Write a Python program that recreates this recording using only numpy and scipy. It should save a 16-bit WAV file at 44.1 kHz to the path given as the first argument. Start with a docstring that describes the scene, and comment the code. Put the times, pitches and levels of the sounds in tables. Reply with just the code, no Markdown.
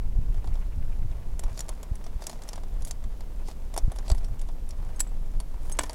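"""Climbing hardware high in a tree

A climber sorts carabiners and rope on a harness, close to the microphone of a helmet camera.
Metal parts click (noise bursts and decaying modes); some hang free and ring; gates slip and snap shut.
Rope and cloth rustle and scrape between them (uneven grains of filtered noise).
Light wind buffets the microphone (slow pressure noise with eddies) over a quiet outdoor background,
and the camera's own electronics pulse faintly (gated bands of noise).
"""
import sys
import numpy as np
from scipy import signal
from scipy.fft import rfft, irfft, next_fast_len
from scipy.io import wavfile
from scipy.ndimage import uniform_filter1d

SR = 44100
rng = np.random.default_rng(int(sys.argv[2]) if len(sys.argv) > 2 else 0)


def store_wav(level_fs):
    """Save 16-bit WAV to argv[1]."""
    pcm = np.round(np.clip(np.atleast_2d(level_fs), -1, 1) * 32767)
    wavfile.write(sys.argv[1], SR, pcm.T.astype(np.int16))


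N = 261954
T = np.arange(N) / SR  # time in the scene, s
AGE = T[:8192]  # time since a sound began, s


def undb(db):
    """Decibels to gain."""
    return 10 ** (np.asarray(db) / 20)


def unit(x):
    """Scale to rms 1."""
    return x / np.sqrt(np.mean(x ** 2))


def struck(x, size=256):
    """Scale a blow so that its first milliseconds have rms 1."""
    return x / np.sqrt(np.mean(x[:size] ** 2))


def add(out, s, x):
    """Mix a sound in at time s."""
    i = max(int(s * SR), 0)
    out[i:i + len(x)] += x[:max(N - i, 0)]


def colour(x, points, tilt=0):
    """Minimum-phase filter through (pitch_hz, level_db) points, tilted in dB an octave."""
    size = next_fast_len(len(x) // 2 + 1) * 2
    hz, db = np.transpose(points)
    octave = np.log2(np.maximum(np.fft.rfftfreq(size, 1 / SR), 1))
    gain_db = np.interp(octave, np.log2(hz), db + tilt * np.log2(hz / hz[0]))
    # beyond the outer points the level falls 18 dB an octave
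    octaves_outside = np.abs(octave - np.clip(octave, np.log2(hz[0]), np.log2(hz[-1])))
    cepstrum = irfft(np.log(undb(gain_db - 18 * octaves_outside)))
    # folding the cepstrum forward in time makes the filter causal
    cepstrum[1:size // 2] *= 2
    cepstrum[size // 2 + 1:] = 0
    response = np.exp(rfft(cepstrum))
    return irfft(rfft(x, size) * response)[:len(x)]


def walk(rate):
    """Slow chance with a spread near 1: random steps, smoothed twice."""
    k = int(SR / rate)
    steps = np.repeat(rng.standard_normal(N // k + 1), k)
    smooth = uniform_filter1d(uniform_filter1d(steps, k), k)
    return unit(smooth[:N])


def swells(table):
    """Summed power of bell-shaped swells, each (middle_s, half_length_s, level_db)."""
    return sum(undb(db) ** 2 * np.exp(-((T - s) / half_s) ** 2 / 2) for s, half_s, db in table)


def fade(t60):
    """Decay by 60 dB in t60 seconds."""
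    return np.exp(-np.log(1000) * AGE / t60)


def contact(t60, spike, tail_db, tail_t60):
    """A sharp impact, a dense quickly damped rattle, and faint scatter from body and branches."""
    envelope = fade(t60) + undb(tail_db) * fade(tail_t60)
    x = rng.standard_normal(len(AGE)) * envelope
    x[0] += spike
    return x


def ring(modes, scatter_db=0, detune=0):
    """Decaying modes; where the part is struck and how it is held shift their weights and pitches."""
    chance = rng.standard_normal((len(modes), 2))
    total = np.zeros(len(AGE))
    for (hz, db, t60), (weight, shift) in zip(modes, chance):
        tone = np.sin(2 * np.pi * hz * (1 + detune * shift) * AGE)
        total += undb(db + scatter_db * weight) * fade(t60) * tone
    return struck(total)


# spectrum of the open air around the tree: pitch_hz, level_db
AIR = [(88, -28), (150, -2.5), (341, -11.5), (979, -21.5), (1080, -26.5), (1560, -30), (15100, -37),
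       (16000, -41)]
AIR_DB, PULSING_DB = -52.5, -58.5  # middle level of the hush; pulsing noise before its pulses and swell
PULSE_S, PULSE_LEAD_S, PULSE_WIDTH_S = .1, .022, .009  # pulse period, head start, pulse half width
PULSING_PEAK_S, PULSING_SWELL_S = .8, 0.76  # time of the strongest pulsing; half width of its swell


def air():
    """Quiet outdoor background, plus the camera's own faint electronic pulsing at 2-3 kHz,
    ten times a second, that swells and dies away."""
    hush = unit(colour(rng.standard_normal(N), AIR)) * undb(AIR_DB + 0.29 * walk(5.0))
    from_pulse_s = (T + PULSE_LEAD_S) % PULSE_S - PULSE_S / 2
    pulses = np.exp(-(from_pulse_s / PULSE_WIDTH_S) ** 2)
    swell = np.exp(-((T - PULSING_PEAK_S) / PULSING_SWELL_S) ** 2)
    electronic = unit(colour(rng.standard_normal(N), [(1000, -9), (1900, -1), (2700, 0), (3400, -14)]))
    return hush + undb(PULSING_DB) * electronic * pulses * swell


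# strength of the breeze at the microphone: time_s, level_db
BREEZE = [(0, -26.5), (.2, -22), (.65, -23.5), (1.4, -27.5), (1.8, -30), (2.45, -33), (2.75, -27.5),
          (3.65, -30), (4.3, -25), (4.65, -29.5), (5.2, -27), (5.94, -30.5)]
# gusts across the microphone: middle_s, half_length_s, level_db
GUSTS = [(.09, .015, -34.5), (.2, 0.017, -35), (.46, 0.042, -36.5), (.79, 0.027, -31.5),
         (1.04, 0.015, -32.5), (1.22, 0.079, -43), (1.525, 0.013, -34), (3.06, 0.016, -37.5),
         (4.32, 0.03, -37.5)]
# spectrum of the slow pressure swings on the microphone: pitch_hz, level_db
BUFFET = [(8, -3.5), (18, 7.5), (28, 1.5), (42, -6), (60, -10), (90, -28), (150, -31.5), (400, -52.5)]
EDDY_DB = -20  # eddies of the breeze, against its slow pressure
GUST_PUSH_DB = 5  # slow pressure of a gust, against its eddies


def wind():
    """Slow pressure swings, with smaller eddies strongest at their extremes; gusts stir eddies most."""
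    breeze = undb(np.interp(T, *np.transpose(BREEZE)))
    gust = np.sqrt(swells(GUSTS))
    pressure = unit(colour(rng.standard_normal(N), BUFFET))
    eddy_points = [(50, -2.5), (75, 6), (110, 4), (150, -11.5), (230, -16), (450, -33.5)]
    eddies = colour(rng.standard_normal(N), eddy_points)
    eddies = unit(eddies * (1.1 + np.abs(pressure) ** 1.63))
    pressure_gain = np.hypot(breeze, undb(GUST_PUSH_DB) * gust)
    eddy_gain = np.hypot(undb(EDDY_DB) * breeze, gust)
    return pressure * pressure_gain + eddies * eddy_gain


# soft bumps on the camera, before the microphone's low cut: middle_s, width_s, level_db
BUMPS = [(.191, 0.0029, -13.5), (1.452, 0.0087, -11), (1.917, 0.003, -15), (2.102, 0.0076, -16.5),
         (2.163, 0.0042, -19.5), (3.845, 0.0083, -6.5), (3.881, 0.0024, -12), (4.1205, 0.005, -3.5)]


def bumps():
    """Soft pressure peaks; the microphone passes no steady pressure, so each swings back."""
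    push = sum(undb(db) * np.exp(-(np.abs(T - s) / width) ** 1.56) for s, width, db in BUMPS)
    return signal.sosfilt(signal.butter(1, 18, "high", fs=SR, output="sos"), push)


# moves of the hand along rope and harness: middle_s, half_length_s, level_db
MOVES = [(.55, 0.061, -8), (1.56, 0.083, -3), (1.8, 0.12, -7), (2.28, 0.078, -3.5), (2.5, .06, -0.5),
         (2.86, 0.064, -7), (4.07, 0.11, -4), (4.92, 0.092, -4.5), (5.71, .07, -2.5), (5.89, 0.078, 4.5)]
REST_DB = -8  # effort of the resting hand


def effort():
    """How busy the hand is, in dB: at rest, or swelling with each move."""
    return 10 * np.log10(undb(REST_DB) ** 2 + swells(MOVES))


# spectrum of rope and cloth rubbing: pitch_hz, level_db
RUB = [(200, -14.5), (400, -1.5), (650, -2), (1000, -5), (1400, -11.5), (3000, -20), (6000, -30)]
# bright spectrum shared by fibre hiss and metal ticks: pitch_hz, level_db
TREBLE = [(2500, -25), (4000, -3.5), (5000, 2), (7200, 1), (10000, 1), (11500, -4), (13000, -12),
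          (16000, -21)]
RUB_DB, HISS_DB = -52.5, -66  # rope and cloth at an effort of 0 dB
RUB_PER_EFFORT, HISS_PER_EFFORT = 0.74, 1.37  # dB per dB
SLIPS_PER_S, SLIP_FADE_S = 220, 0.0031  # rate of fibre slips; time constant of their power


def rustle():
    """Rope and glove fibres catch and slip in small uneven grains, louder and brighter with effort."""
    effort_db = effort()
    slip_db = 4.5 * np.minimum(rng.exponential(size=N), 3)
    slips = (rng.random(N) < SLIPS_PER_S / SR) * undb(slip_db)
    slip_power = signal.lfilter([1], [1, -np.exp(-1 / (SLIP_FADE_S * SR))], slips ** 2)
    grip = np.sqrt(0.25 + unit(slip_power))
    rub = unit(colour(grip * rng.standard_normal(N), RUB))
    hiss = unit(colour(grip * rng.standard_normal(N), TREBLE))
    rub_gain = undb(RUB_DB + RUB_PER_EFFORT * effort_db)
    hiss_gain = undb(HISS_DB + HISS_PER_EFFORT * effort_db)
    return rub * rub_gain + hiss * hiss_gain


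# parts and rope sliding over each other: middle_s, half_length_s, pitch_hz, level_db
SCRAPES = [(1.585, 0.028, 6000, -55), (2.223, 0.0074, 6030, -52), (2.314, 0.037, 6500, -57),
           (2.528, .06, 5540, -65), (2.882, 0.01, 8360, -48), (3.487, 0.022, 5300, -53.5),
           (4.07, 0.018, 4940, -56.5), (4.173, 0.018, 9000, -61), (5.685, 0.043, 9800, -58.5),
           (5.816, 0.013, 7050, -47.5)]


def scrapes():
    """Short slides: a dense run of tiny slips that swells and stops."""
    out = np.zeros(N)
    middle = AGE[-1] / 2
    for s, half_s, hz, db in SCRAPES:
        slips = rng.standard_normal(len(AGE)) * (rng.random(len(AGE)) < 2500 / SR)  # 2500 a second
        grain = unit(colour(slips, [(hz / 4, -17), (hz / 2.9, -9), (hz, 0), (hz * 2.4, -14)]))
        swell = np.exp(-((AGE - middle) / half_s) ** 2 / 2)
        add(out, s - middle, undb(db) * grain * swell)
    return out


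# modes of the bunch of hardware, damped by glove and webbing: pitch_hz, level_db, t60_s
BUNCH = [(4610, -3, .03), (5600, -5, .04), (5950, -4, .03), (6900, -1, .028), (7620, 0, .028),
         (9280, -4, .022), (10000, -5, .025), (11050, -12, .032), (12400, -17, .02)]
# middle spectrum, the body of a metal contact: pitch_hz, level_db
MIDDLE = [(900, -7.5), (1450, -2.5), (1900, 3), (2700, -3), (3600, 3), (5000, -18)]
TOUCH_DB, TOUCH_PER_EFFORT = -57, 1.47  # base level at an effort of 0 dB; dB per dB
TOUCHES_PER_S = 5  # mean rate for each part


def jostle(count=6):
    """Tiny touches between a few parts of the bunch, stronger while the hand is busy."""
    out = np.zeros(N)
    strength = undb(TOUCH_DB + TOUCH_PER_EFFORT * np.minimum(effort(), 2))
    for _ in range(count):
        bunch = undb(-2.5) * ring(BUNCH, scatter_db=-3, detune=0.019)
        tick = struck(colour(contact(0.011, spike=4.9, tail_db=-19, tail_t60=0.066), TREBLE))
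        middle = undb(-7.5) * struck(colour(contact(.025, spike=4.3, tail_db=-17, tail_t60=.1), MIDDLE))
        touches = (rng.random(N) < TOUCHES_PER_S / SR) * undb(3 - 9 * rng.random(N))
        out += signal.oaconvolve(touches * strength, bunch + tick + middle)[:N]
    return out


# the loaded hardware clunking: start_s, level_db
CLUNKS = [(5.004, -43.5), (5.7895, -28.5), (5.808, -36), (5.837, -38.5)]
# modes of the loaded hardware: pitch_hz, level_db, t60_s
CLUNK = [(293, -2, 0.15), (418.5, -20, 0.057), (640, -0.5, 0.033), (800, -12, 0.042), (992, 8.5, 0.03),
         (1470, 3.5, 0.038), (1800, 3, 0.056), (1970, -9, .04), (2300, 3.5, 0.038), (2900, 1, 0.032),
         (3310, 0, .035), (4380, -15, .03)]
# spectrum of a dull knock: pitch_hz, level_db
KNOCK = [(200, -22), (400, -6.5), (520, -9.5), (640, -0.5), (760, -5), (950, -6.5), (1300, -17.5),
         (2200, -33.5)]


def clunks():
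    """Under load the hardware rings with its low modes, over a dull knock."""
    out = np.zeros(N)
    for s, db in CLUNKS:
        body = undb(0.5) * ring(CLUNK, scatter_db=1.5, detune=0.006)
        knock = undb(-6) * struck(colour(contact(0.027, spike=17, tail_db=-6, tail_t60=0.17), KNOCK))
        add(out, s, undb(db) * (body + knock))
    return out


# modes of a carabiner, a small ring, a held gate and a buckle, each: pitch_hz, level_db, t60_s
CARABINER = [(7720, 4.5, 0.036), (7957, -6, .035), (7720, -28, 0.21), (7750, -31, .15), (7400, -27, 0.079),
             (9464, -12, .03), (10590, -21, .085), (10870, -14.5, 0.076)]
RING = [(5152, -28, .08), (6480, -5, 0.055), (8220, -3, 0.046), (9960, -8, 0.051)]
GATE = [(8100, 7, 0.014), (8260, -7, 0.016), (9000, -21, 0.018)]
BUCKLE = [(5700, -1, .16), (8450, -3, 0.132), (12400, -9, .08)]
# free parts ringing: start_s, part (0 carabiner, 1 ring, 2 gate, 3 buckle), level_db
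CLINKS = [(2.044, 3, -60.5), (4.092, 0, -45), (4.245, 3, -58), (4.961, 1, -51), (4.995, 0, -41),
          (5.0043, 0, -22), (5.074, 0, -52.5), (5.723, 1, -34.5), (5.7929, 2, -26)]


def clinks():
    """Parts that hang free ring on with their own modes."""
    out = np.zeros(N)
    parts = (CARABINER, RING, GATE, BUCKLE)
    for s, part, db in CLINKS:
        add(out, s, undb(db) * ring(parts[int(round(part))]))
    return out


# gates slipping and snapping shut:
# start_s, level_db (crack), tilt (dB an octave), rebound_s (after the crack), rebound_db (against it)
SNAPS = [(4.996, -41, 5, .003, 2), (5.0036, -31, 6.5, 0.0034, 2), (5.7893, -23, -0.9, 0.0021, -5)]
# spectrum of a gate's crack before tilting: pitch_hz, level_db
CRACK = [(150, -12), (290, 14), (400, -7.5), (1000, 10), (1600, 7.5), (2300, 4.5), (4000, -1), (8000, 1),
         (10500, -2.5), (12500, -14), (16000, -23)]


def gates():
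    """A sprung gate cracks against the nose of its carabiner and rebounds once."""
    out = np.zeros(N)
    for s, crack_db, tilt, rebound_s, rebound_db in SNAPS:
        crack = struck(colour(contact(0.031, spike=10.0, tail_db=-20, tail_t60=0.12), CRACK, tilt))
        bounce = contact(0.015, spike=2.4, tail_db=-26, tail_t60=0.11)
        rebound = struck(colour(bounce, CRACK, tilt + 1))
        add(out, s, undb(crack_db) * crack)
        add(out, s + rebound_s, undb(crack_db + rebound_db) * rebound)
    return out


# the clearer contacts of the hardware, close to the microphone, levels before the layers' own trims:
# start_s, treble_db, knock_db, pitch_hz (strongest ring)
CLICKS = [(.3437, -41.5, -48, 5100), (0.4433, -42, -42.5, 4350), (.4733, -36.5, -45, 4500),
          (.5551, -41, -47, 5500), (1.114, -44, -48.5, 5260), (1.394, -22, -43, 9040),
          (1.4369, -26.5, -40, 6820), (1.5762, -26, -48, 4500), (1.592, -20, -44, 7130),
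          (1.6056, -17, -45, 6940), (1.6837, -33, -47, 5580), (1.6913, -20.5, -39, 9700),
          (1.8305, -29.5, -43, 7800), (1.955, -32, -61, 10200), (2.0414, -34, -60, 5570),
          (2.065, -34, -41.5, 5210), (2.2212, -32, -40, 4900), (2.2395, -29.5, -62, 5010),
          (2.2682, -15, -44, 7650), (2.2964, -24, -40.5, 4250), (2.3136, -35, -60, 6710),
          (2.3296, -35, -43, 5530), (2.4204, -32, -56, 4600), (2.4354, -33.5, -60, 7620),
          (2.4892, -21.5, -45, 6300), (2.5321, -25, -42, 4920), (2.5581, -30.5, -48, 5800),
          (2.578, -40, -40, 4920), (2.6349, -39, -44, 5100), (2.822, -31, -70, 6700),
          (2.8495, -22, -64, 10200), (2.8724, -29, -49, 10000), (2.9101, -18, -45, 7300),
          (3.04, -37.5, -49.5, 7630), (3.2072, -34.5, -47.5, 4870), (3.485, -31, -38, 6800),
          (3.5132, -35, -50, 4880), (3.7404, -27.5, -41, 8700), (3.764, -24, -33, 7100),
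          (3.7768, -14, -27, 8960), (3.7862, -23.5, -55, 6600), (3.9183, -29.5, -38, 10700),
          (3.9608, -32.5, -46, 10900), (3.9866, -28.5, -44, 5440), (4.0809, -28, -44, 4560),
          (4.1004, -18.5, -30.5, 4830), (4.116, -18, -38, 4630), (4.148, -33, -44.5, 10900),
          (4.1807, -34.5, -50, 5350), (4.245, -31.5, -58, 5570), (4.3938, -33.5, -60, 6700),
          (4.4148, -31, -50, 9700), (4.488, -39, -44.5, 5180), (4.6902, -33, -75, 9600),
          (4.7074, -28, -68, 4990), (5.4019, -23.5, -41.5, 9650), (5.6967, -29.5, -43, 10400),
          (5.7177, -27.5, -45, 9800), (5.8349, -20.5, -38.5, 6340), (5.8566, -35, -54, 6660),
          (5.896, -22, -36.5, 4600), (5.9314, -29, -51, 8010)]
CLICK_T60_S, CLICK_MID_HZ = .031, 7250  # decay of an ordinary click; ring of a part of middling size
# harder contacts are drier: the decay halves every HALVING_DB above an ordinary click
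ORDINARY_DB, HALVING_DB = -30, 28
# the body of a click grows with its tick and its knock (dB per dB)
MIDDLE_DB, MIDDLE_PER_TREBLE, MIDDLE_PER_KNOCK = -24, 0.36, 0.27


def clicks():
    """Each contact gives a bright tick, a short ring of the part and of the bunch, a body and a knock."""
    out = np.zeros(N)
    for s, treble_db, knock_db, ring_hz in CLICKS:
        tilt = 9 * np.log2(ring_hz / CLICK_MID_HZ)  # smaller parts ring higher and tick brighter
        t60 = CLICK_T60_S * 2 ** ((ORDINARY_DB - treble_db) / HALVING_DB)
        middle_db = MIDDLE_DB + MIDDLE_PER_TREBLE * treble_db + MIDDLE_PER_KNOCK * knock_db

        tick = contact(t60, spike=6.3, tail_db=-22.5, tail_t60=0.076)
        tick = undb(-19.5) * struck(colour(tick, TREBLE, tilt))
        part = undb(-21.5) * ring([(ring_hz, 0, .025), (ring_hz * 0.88, -4, .018)], detune=0.0013)
        bunch = undb(-22.5) * ring(BUNCH, scatter_db=8, detune=0.0314)
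        middle = contact(t60, spike=6.8, tail_db=-17, tail_t60=0.13)
        middle = undb(-6) * struck(colour(middle, MIDDLE))
        knock = contact(0.03, spike=10.0, tail_db=-13, tail_t60=0.11)
        knock = undb(-1.5) * struck(colour(knock, KNOCK))

        treble = undb(treble_db) * (tick + part + bunch)
        add(out, s, treble + undb(middle_db) * middle + undb(knock_db) * knock)
    return out


def scene():
    """All sources summed at one microphone, from the background to the hardware."""
    background = air() + wind() + bumps()
    hardware = scrapes() + jostle() + clunks() + clinks() + gates() + clicks()
    return (background + rustle() + hardware)[None]


TOP_HZ = 16000


def record(dry):
    """The camera cuts the top of the band with a steep low-pass."""
    return signal.sosfilt(signal.ellip(10, .2, 80, TOP_HZ, fs=SR, output="sos"), dry)


dry = scene()
out = record(dry)
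store_wav(out)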